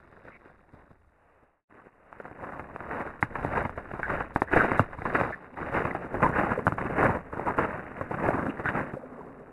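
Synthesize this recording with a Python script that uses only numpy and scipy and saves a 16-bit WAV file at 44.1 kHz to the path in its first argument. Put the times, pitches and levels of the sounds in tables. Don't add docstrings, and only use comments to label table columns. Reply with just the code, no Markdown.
import sys
import numpy as np
from scipy import signal
from scipy.io import wavfile
from scipy.ndimage import uniform_filter1d

SR = 44100
rng = np.random.default_rng(int(sys.argv[2]) if len(sys.argv) > 2 else 0)


def master_out(mix):
    frames = np.transpose(np.atleast_2d(mix))
    ceiling = np.clip(frames, -1, 1)
    pcm = np.round(ceiling * 32767).astype(np.int16)
    wavfile.write(sys.argv[1], SR, pcm)


N = 419832
TIME = np.arange(N) / SR


def amp(db):
    return 10 ** (np.asarray(db) / 20)


def evened(x):
    return x / np.sqrt(np.mean(x ** 2) + 1e-20)


def curve(rows):
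    s, *columns = np.transpose(rows)
    return [np.interp(TIME, s, c) for c in columns]


def add(mix, s, sound):
    part = mix[max(round(s * SR), 0):][:len(sound)]
    part += sound[:len(part)]


def envelope(x, seconds):
    size = max(int(seconds * SR), 2)
    return np.sqrt(abs(uniform_filter1d(uniform_filter1d(x ** 2, size), size)) + 1e-20)


def colour(x, points, size=4096):
    hz, db = np.transpose(points)
    log_gain = np.log(amp(np.interp(np.log(abs(np.fft.fftfreq(size, 1 / SR)) + 1), np.log(hz), db)))
    taps = np.fft.ifft(np.exp(np.conj(signal.hilbert(log_gain)))).real
    return signal.oaconvolve(x, taps[:size // 2])[:len(x)]


def resonate(x, hz, width):
    return signal.lfilter(*signal.iirpeak(hz, hz / min(width, SR / 8), SR), x)


def ring(t, hz, t60):
    return np.sin(2 * np.pi * hz * t) * np.exp(-np.log(1000) * t / max(t60, 1e-3))


# frequency in Hz, level in dB.
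TREE_TONE = [(20, -6), (60, -11), (200, -16), (600, -7.5), (1500, -13), (3000, -16), (12000, -51)]
# frequency in Hz, level in dB.
BUFFET_TONE = [(15, 1.5), (35, -2.5), (85, 1.5), (130, -18.5), (300, -42.5)]
# time in seconds, level in dB.
BUFFET_LEVEL = [(0, -74), (1.0, -67), (1.6, -82), (2.1, -76.5), (3.0, -64), (3.4, -51), (4.45, -55),
                (5.1, -48), (5.4, -66.5), (7.3, -57), (9.0, -69.5)]


def wind(trees_db=-74.5, swell_db=9.5):
    rates_hz = np.geomspace(.2, 4, 20)
    swell = evened(sum(np.sin(2 * np.pi * (hz * TIME + rng.random())) / np.sqrt(hz) for hz in rates_hz))
    buffet = amp(curve(BUFFET_LEVEL)[0]) * evened(colour(rng.standard_normal(N), BUFFET_TONE))
    trees = amp(trees_db + swell_db * swell) * evened(colour(rng.standard_normal(N), TREE_TONE))
    return trees + buffet


# time in seconds, level in dB.
SHUFFLE = [(0, -58.5), (.65, -64), (1.4, -78.5), (2.1, -64), (2.25, -51.5), (3.2, -51), (3.9, -48.5),
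           (4.9, -48.5), (5.5, -54), (6.0, -45), (7.27, -52), (7.9, -44.5), (8.9, -43), (9.05, -70)]
# moment the weight is on, then how long the slide before it,
# the crush and the settling last (all in seconds), then level, extra bass and extra treble in dB.
STEPS = [(0.255, .10, 0.034, 0.033, -50.5, -10, -4.5), (0.455, .005, .03, 0.02, -54.5, -15, -7),
         (0.76, 0.067, 0.068, .08, -57, -5, -9.5), (1.72, .005, 0.15, 0.0055, -55.5, -10, -6),
         (2.408, 0.0077, 0.12, 0.19, -40, -6.5, -12), (2.912, 0.087, 0.1, 0.053, -33, -14, -9),
         (3.385, 0.051, 0.08, 0.05, -38, -2, -9.5), (3.525, 0.0069, 0.098, 0.0082, -29.5, -9.5, -7.5),
         (4.101, 0, 0.052, 0.043, -28.5, -11, -6), (4.537, 0, 0.078, 0.16, -25, -18, -2.5),
         (5.149, 0.075, 0.07, 0.053, -26, -9.5, -7.5), (5.45, 0, 0.012, .005, -46, -20, -6),
         (5.749, 0.14, 0.053, 0.087, -27, -12, -5), (6.02, 0.062, 0.013, .005, -38.5, -6, -7.5),
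         (6.227, 0.065, 0.045, 0.022, -24.5, -3, -11), (6.363, 0.0034, 0.028, 0.13, -24.5, -8, -6.5),
         (6.8, 0.16, .11, .005, -35, 0.5, -8.5), (6.984, .02, 0.079, 0.072, -24, -7.5, -8.5),
         (7.477, 0.12, 0.023, 0.011, -28.5, -9, -11), (7.594, 0.022, 0.041, 0.12, -29, -10, -5.5),
         (8.243, 0.036, 0.066, 0.14, -26, -3.5, -12), (8.753, 0.079, 0.025, 0.024, -27.5, -6, -7.5)]


def foot_push(attack_s=0.026, ease_s=0.023, release_s=0.091, settled_db=-9.5):
    power = amp(curve(SHUFFLE)[0]) ** 2
    bass, treble = power * -3.5, power * -6.5
    shape_db = [-36, -11, -11, 0, -0.5, -6, settled_db, -36]
    for s, slide, crush, settle, db, bass_db, treble_db in STEPS:
        stages = np.cumsum([0, attack_s, slide, attack_s, crush, ease_s, settle, release_s])
        stages += s - slide - 2 * attack_s
        span = slice(*np.searchsorted(TIME, [stages[0], stages[-1]]))
        force_db = np.interp(TIME[span], stages, shape_db)
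        step = amp(db + force_db) ** 2
        power[span] += step
        gentle_db = -np.maximum(force_db, settled_db)
        bass[span] += step * (bass_db + 0.58 * gentle_db)
        treble[span] += step * (treble_db - 0.19 * gentle_db)
    return 10 * np.log10(power), bass / power, treble / power


def fractures(per_s, spread_db, crack_s, ring_db=-12, cycles=1.77, count=96):
    sizes = amp(spread_db * np.minimum(rng.exponential(1, N), 4)) * (rng.random(N) < per_s / SR)
    shape, t = rng.integers(0, count, N), np.arange(SR // 50) / SR
    hz = np.geomspace(200, 2600, count)[:, None]
    age = t * hz / cycles
    rings = 2 * np.sin(2 * np.pi * hz * t) * age * np.exp(1 - 2 * age) * hz / hz.mean()
    bursts = rng.standard_normal((count, len(t))) * np.exp(-t / crack_s)
    cracks = bursts + amp(ring_db) * rings * (1 - t / t[-1])
    out = np.zeros(N + len(t))
    for i in np.flatnonzero(sizes):
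        out[i:i + len(t)] += sizes[i] * cracks[shape[i]]
    return out[:N]


# time in seconds, extra rumble in dB.
DEPTH = [(1.0, -1.5), (2.0, -11), (3.3, -3), (4.2, 1), (4.7, -17), (5.7, -3.5), (7.0, -11), (7.7, -10),
         (8.3, -18)]
# frequency in Hz, level in dB.
RUMBLE = [(12, -20), (25, 0.5), (50, 2.5), (85, -0.5), (130, -19.5), (300, -62.5)]
PACKING = [(40, -27), (80, -10), (128, -0.5), (190, -3.5), (275, -6.5), (345, -12.5), (600, -34)]
CRUNCH = [(150, -22), (270, -12.5), (350, -4), (600, 1.95), (800, -3), (980, -1.5), (1200, -3),
          (1400, -9.5), (2200, -27.5)]
CRISP = [(700, 7), (1150, -24), (1400, 3), (1900, 5.5), (3000, 3), (4500, -0.5), (12000, -33)]
# rate in Hz, strength in dB.
JERKS = [(24, 5.5), (240, -45.5)]


def footsteps(level_db, bass_db, treble_db, most_per_s=3400, jerk_db=2.12):
    per_s = most_per_s * amp(.25 * (level_db - level_db.max()))
    grains = fractures(per_s, spread_db=3.5, crack_s=0.00073, ring_db=-10.5)
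    voices = [(RUMBLE, bass_db - 4.5 + curve(DEPTH)[0], .08), (PACKING, bass_db - 6.5, .05),
              (CRUNCH, -4, .025), (CRISP, treble_db + 3, .025)]
    out = np.zeros(N)
    for k, (tone, db, smooth_s) in enumerate(voices):
        voice = (-1) ** k * colour(grains, tone)
        out += amp(level_db + db) * voice / envelope(voice, smooth_s)
    jerks = evened(colour(rng.standard_normal(N), JERKS))
    return out * amp(jerk_db * jerks)


def crumbs(level_db, per_s=14, middle_hz=947, count=400):
    times = np.cumsum(rng.exponential(1, count)) / per_s
    chances = np.clip(rng.standard_normal((count, 2)), -2, 2)
    lumps = []
    for s, (size, pitch) in zip(times, chances):
        if s < TIME[-1]:
            db = np.interp(s, TIME, level_db) - 1 + 3 * size
            lumps.append((s, db, middle_hz * 2 ** (0.47 * pitch), 0.009, -8))
    return snaps(lumps, width_share=0.37)


# pitch in Hz, level in dB, ring time in seconds.
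DECK_NOTES = [(117.8, -9.5, 0.078), (159, -3.5, 0.041), (289, -4, 0.036)]


def deck_thud(t, rise_s=0.0037):
    return sum(amp(db) * ring(t, hz, t60) for hz, db, t60 in DECK_NOTES) * (1 - np.exp(-t / rise_s))


# start in seconds, length in seconds, pitch in Hz, level in dB.
SQUEAKS = [(0.308, 0.074, 2200, -52), (4.024, 0.049, 1580, -36.5), (4.468, .038, 1770, -44),
           (4.587, 0.046, 1450, -25), (5.319, 0.034, 1770, -36.5), (5.906, 0.011, 1890, -32),
           (6.228, 0.047, 936, -25), (6.328, .02, 1660, -35.5), (6.574, 0.0099, 468, -27.5),
           (7.083, .035, 119, -30.5), (7.466, .03, 920, -30), (8.478, 0.029, 269, -31.5),
           (8.489, 0.026, 2764, -39), (8.651, 0.044, 1590, -30), (8.644, 0.072, 3560, -36)]


def squeaks(width_share=0.22):
    out = np.zeros(N)
    for s, length, hz, db in SQUEAKS:
        slips = rng.standard_normal(SR // 10)
        width = max(width_share * hz, 100)
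        tone = resonate(resonate(slips, hz, width), hz, width)[-int(length * SR):]
        add(out, s, amp(db) * evened(tone) * signal.windows.tukey(len(tone), .5))
    return out


# start in seconds, level in dB, pitch in Hz,
# dying-away time in seconds, extra thud in dB.
CRUST_LUMPS = [(0.735, -55.5, 300, 0.042, 21.5), (0.906, -58.5, 330, 0.019, 18),
               (1.426, -59, 393, 0.012, 6), (2.2, -34.5, 575, 0.0071, -9), (2.253, -37, 770, 0.0077, -20),
               (2.312, -42, 560, 0.0052, 11), (2.595, -31, 507, 0.0066, 3.5),
               (2.804, -31.5, 696, 0.0037, -1), (3.354, -26.5, 1060, .009, -10),
               (3.651, -24.5, 841, 0.0066, 7), (3.776, -31.5, 610, 0.014, 4.5),
               (3.913, -32.5, 1048, .004, 5), (3.935, -36, 800, 0.021, 15), (3.993, -29, 600, 0.0066, -1),
               (4.205, -25.5, 795, 0.0075, -17), (4.801, -30, 450, 0.0057, 19.5),
               (4.93, -35.5, 920, 0.0094, -11), (4.986, -36, 879, 0.0052, 11),
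               (5.019, -29.5, 955, 0.0046, 4), (5.053, -24.5, 900, 0.013, 5.5),
               (5.149, -17.5, 1360, .012, -4), (5.572, -35.5, 796, .02, -7), (5.851, -24, 426, 0.004, 10),
               (5.949, -28.5, 700, 0.016, 5), (6.142, -28.5, 528, 0.011, -8), (6.227, -21, 1113, 0.011, -2),
               (6.433, -24, 1025, 0.0052, 7), (6.519, -26, 975, .006, -3), (6.589, -26, 388, 0.0091, 6),
               (6.782, -26, 1000, .011, -8.5), (7.087, -30, 511, 0.052, 17.5), (7.586, -19.5, 780, .011, 5),
               (8.011, -26, 574, 0.0075, 5), (8.109, -29.5, 460, 0.019, 7), (8.141, -27.5, 710, 0.0063, 8),
               (8.595, -31.5, 670, 0.013, 11), (8.687, -22, 1400, 0.0081, 4), (8.935, -36, 482, 0.0085, 17)]


def snaps(lumps, width_share, snap_db=-3, thud_db=-1):
    out, t = np.zeros(N), np.arange(SR // 10) / SR
    cracks = fractures(per_s=4000, spread_db=1.5, crack_s=0.0011)
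    for k, (s, db, hz, decay_s, low_db) in enumerate(lumps):
        own_cracks = cracks[k * len(t) % (N - len(t)):][:len(t)]
        burst = resonate(own_cracks * np.exp(-t / decay_s), hz, width_share * hz)
        burst = evened(burst) * np.sqrt(decay_s / t[-1])
        thud = deck_thud(t * rng.uniform(0.82, 1.304))
        add(out, s, amp(db) * (amp(snap_db) * burst + amp(thud_db + low_db) * thud))
    return out


# start in seconds, peak level in dB, pitch in Hz,
# ring time in seconds, extra thud in dB.
CLACKS = [(2.1275, -31, 1050, 0.0031, -24), (2.7608, -24, 840, 0.0049, -30),
          (3.227, -3.5, 1490, 0.017, -11.5), (3.4478, -17, 640, 0.019, 1), (3.6945, -24, 1050, 0.0031, -14),
          (4.031, -16.5, 1570, 0.083, -21), (4.3606, -4, 545, 0.0069, -27),
          (4.4191, -7.5, 616, 0.0095, -24), (4.717, -10.5, 680, 0.0069, -12), (4.794, -1, 944, 0.0077, -8),
          (5.212, -8, 790, 0.0028, -10), (6.6676, -6, 1030, 0.0081, -4.5),
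          (6.6787, -9, 1045, 0.0048, -13.5), (6.722, -17, 1000, 0.014, 0.5), (7.0297, -12, 1020, 0.015, -8),
          (7.037, -15, 485, 0.018, -25), (7.3952, -19.5, 635, 0.017, -9), (8.2635, -19, 630, 0.0093, -6),
          (8.2873, -14.5, 496, 0.024, -17), (8.3059, -20, 600, 0.018, -23),
          (8.6569, -13.5, 1375, 0.038, -12)]
# multiple of its pitch, level in dB, multiple of its ring time.
FRAME_NOTES = [(.55, -9.5, 1.02), (1.0, 10, 0.12), (1.42, -3.5, 0.67), (2.9, -26, 1.9)]


def clacks(thud_db=3, tick_db=-9, rattle_db=-25, rattle_s=0.016, contact_s=0.00029):
    out, t = np.zeros(N), np.arange(SR // 10) / SR
    for s, db, hz, t60, low_db in CLACKS:
        frame = sum((-1) ** i * amp(note_db) * ring(t, hz * multiple, t60 * stretch)
                    for i, (multiple, note_db, stretch) in enumerate(FRAME_NOTES))
        frame *= 1 - np.exp(-(t / contact_s) ** 2)
        tick = amp(tick_db) * ring(t, hz=2390, t60=0.0052)
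        rattle = evened(resonate(rng.standard_normal(len(t)), hz, hz)) * np.exp(-t / rattle_s)
        thud = amp(thud_db + low_db) * deck_thud(t)
        knock = frame / abs(frame).max() + tick + amp(rattle_db) * rattle + thud
        add(out, s, amp(db) * knock / abs(knock).max())
    return out


# pitch in Hz, width of the resonance in Hz, level in dB.
HOLLOWS = [(60, 200, -8.5), (153, 85, -5.5), (255, 68, 1), (413, 130, -1), (543, 200, -3.5), (660, 540, -2),
           (1110, 400, -8.5), (1620, 2000, -6)]
# time in seconds, level in dB.
BROOK_LEVEL = [(4.0, -85), (6.0, -49), (8.0, -55), (9.2, -47), (9.5, -51)]
# start in seconds, pitch in Hz, peak level in dB.
PLOPS = [(8.968, 526, -34), (9.034, 524, -38.5), (9.207, 965, -44.5)]


def brook(splashes_per_s=420, plop_s=0.035):
    water, t = np.zeros(N), np.arange(SR // 10) / SR
    for hz, width, db in HOLLOWS:
        splashes = fractures(splashes_per_s, spread_db=1.0, crack_s=0.0022)
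        water += amp(db) * evened(resonate(resonate(splashes, hz, width), hz, width))
    out = amp(curve(BROOK_LEVEL)[0]) * evened(water)
    for s, hz, db in PLOPS:
        bubble = ring(t, hz, plop_s) * (1 - np.exp(-t / 0.0052))
        add(out, s, amp(db) * bubble / abs(bubble).max())
    return out


def scene():
    level_db, bass_db, treble_db = foot_push()
    lumps = snaps(CRUST_LUMPS, width_share=1.02) + crumbs(level_db)
    walker = footsteps(level_db, bass_db, treble_db) + lumps + clacks() + squeaks()
    return (walker + brook() + wind())[None]


# frequency in Hz, gain in dB.
MUFFLING = [(1700, -3.5), (2000, -7.5), (2300, -12.5), (2700, -14), (2950, -20), (3200, -35), (3450, -34.5),
            (3800, -29), (4150, -53), (4700, -34), (6000, -63), (12000, -57)]
# rate in Hz, strength in dB.
FLICKER = [(150, 0), (1500, -41)]
# frequency in Hz, level in dB.
HISS_TONE = [(2500, -5.5), (3600, -3), (4800, -2.5), (6300, -2), (8500, 1.5), (12000, 0)]
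RASP_TONE = [(2800, -26), (3300, -7), (3800, 4), (4300, -12), (4800, -6), (6200, -20), (12000, -34)]
# time in seconds, level in dB against the whole sound.
RASP_LEVEL = [(.5, -31), (1.2, -37.5), (2.4, -45), (3.1, -41.5), (4.5, -41.5), (5.45, -36), (6.2, -48),
              (8.3, -48), (8.7, -46)]
# time in seconds, gain in dB.
FADE = [(1.44, 0), (1.6, -12), (1.665, -45), (1.7, 0)]


def record(dry, gain_db=6.5, hiss_db=-37, self_noise_db=-99.5, ceiling=.45, top_hz=12200):
    rounded = ceiling * np.tanh(dry[0] / ceiling)
    muffled = colour(rounded, MUFFLING)
    flicker = amp(2.2 * evened(colour(rng.standard_normal(N), FLICKER)))
    level = envelope(muffled, seconds=0.024)
    hiss = evened(colour(rng.standard_normal(N), HISS_TONE) * flicker)
    hiss *= amp(hiss_db) * level + amp(self_noise_db)
    rasp = evened(colour(rng.standard_normal(N), RASP_TONE) * flicker)
    rasp *= amp(curve(RASP_LEVEL)[0]) * level
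    faded = (muffled + hiss + rasp) * amp(gain_db + curve(FADE)[0])
    low_pass = signal.firwin(1023, top_hz, window=("kaiser", 9), fs=SR)
    return signal.oaconvolve(faded, low_pass, "same")[None]


dry = scene()
out = record(dry)
master_out(out)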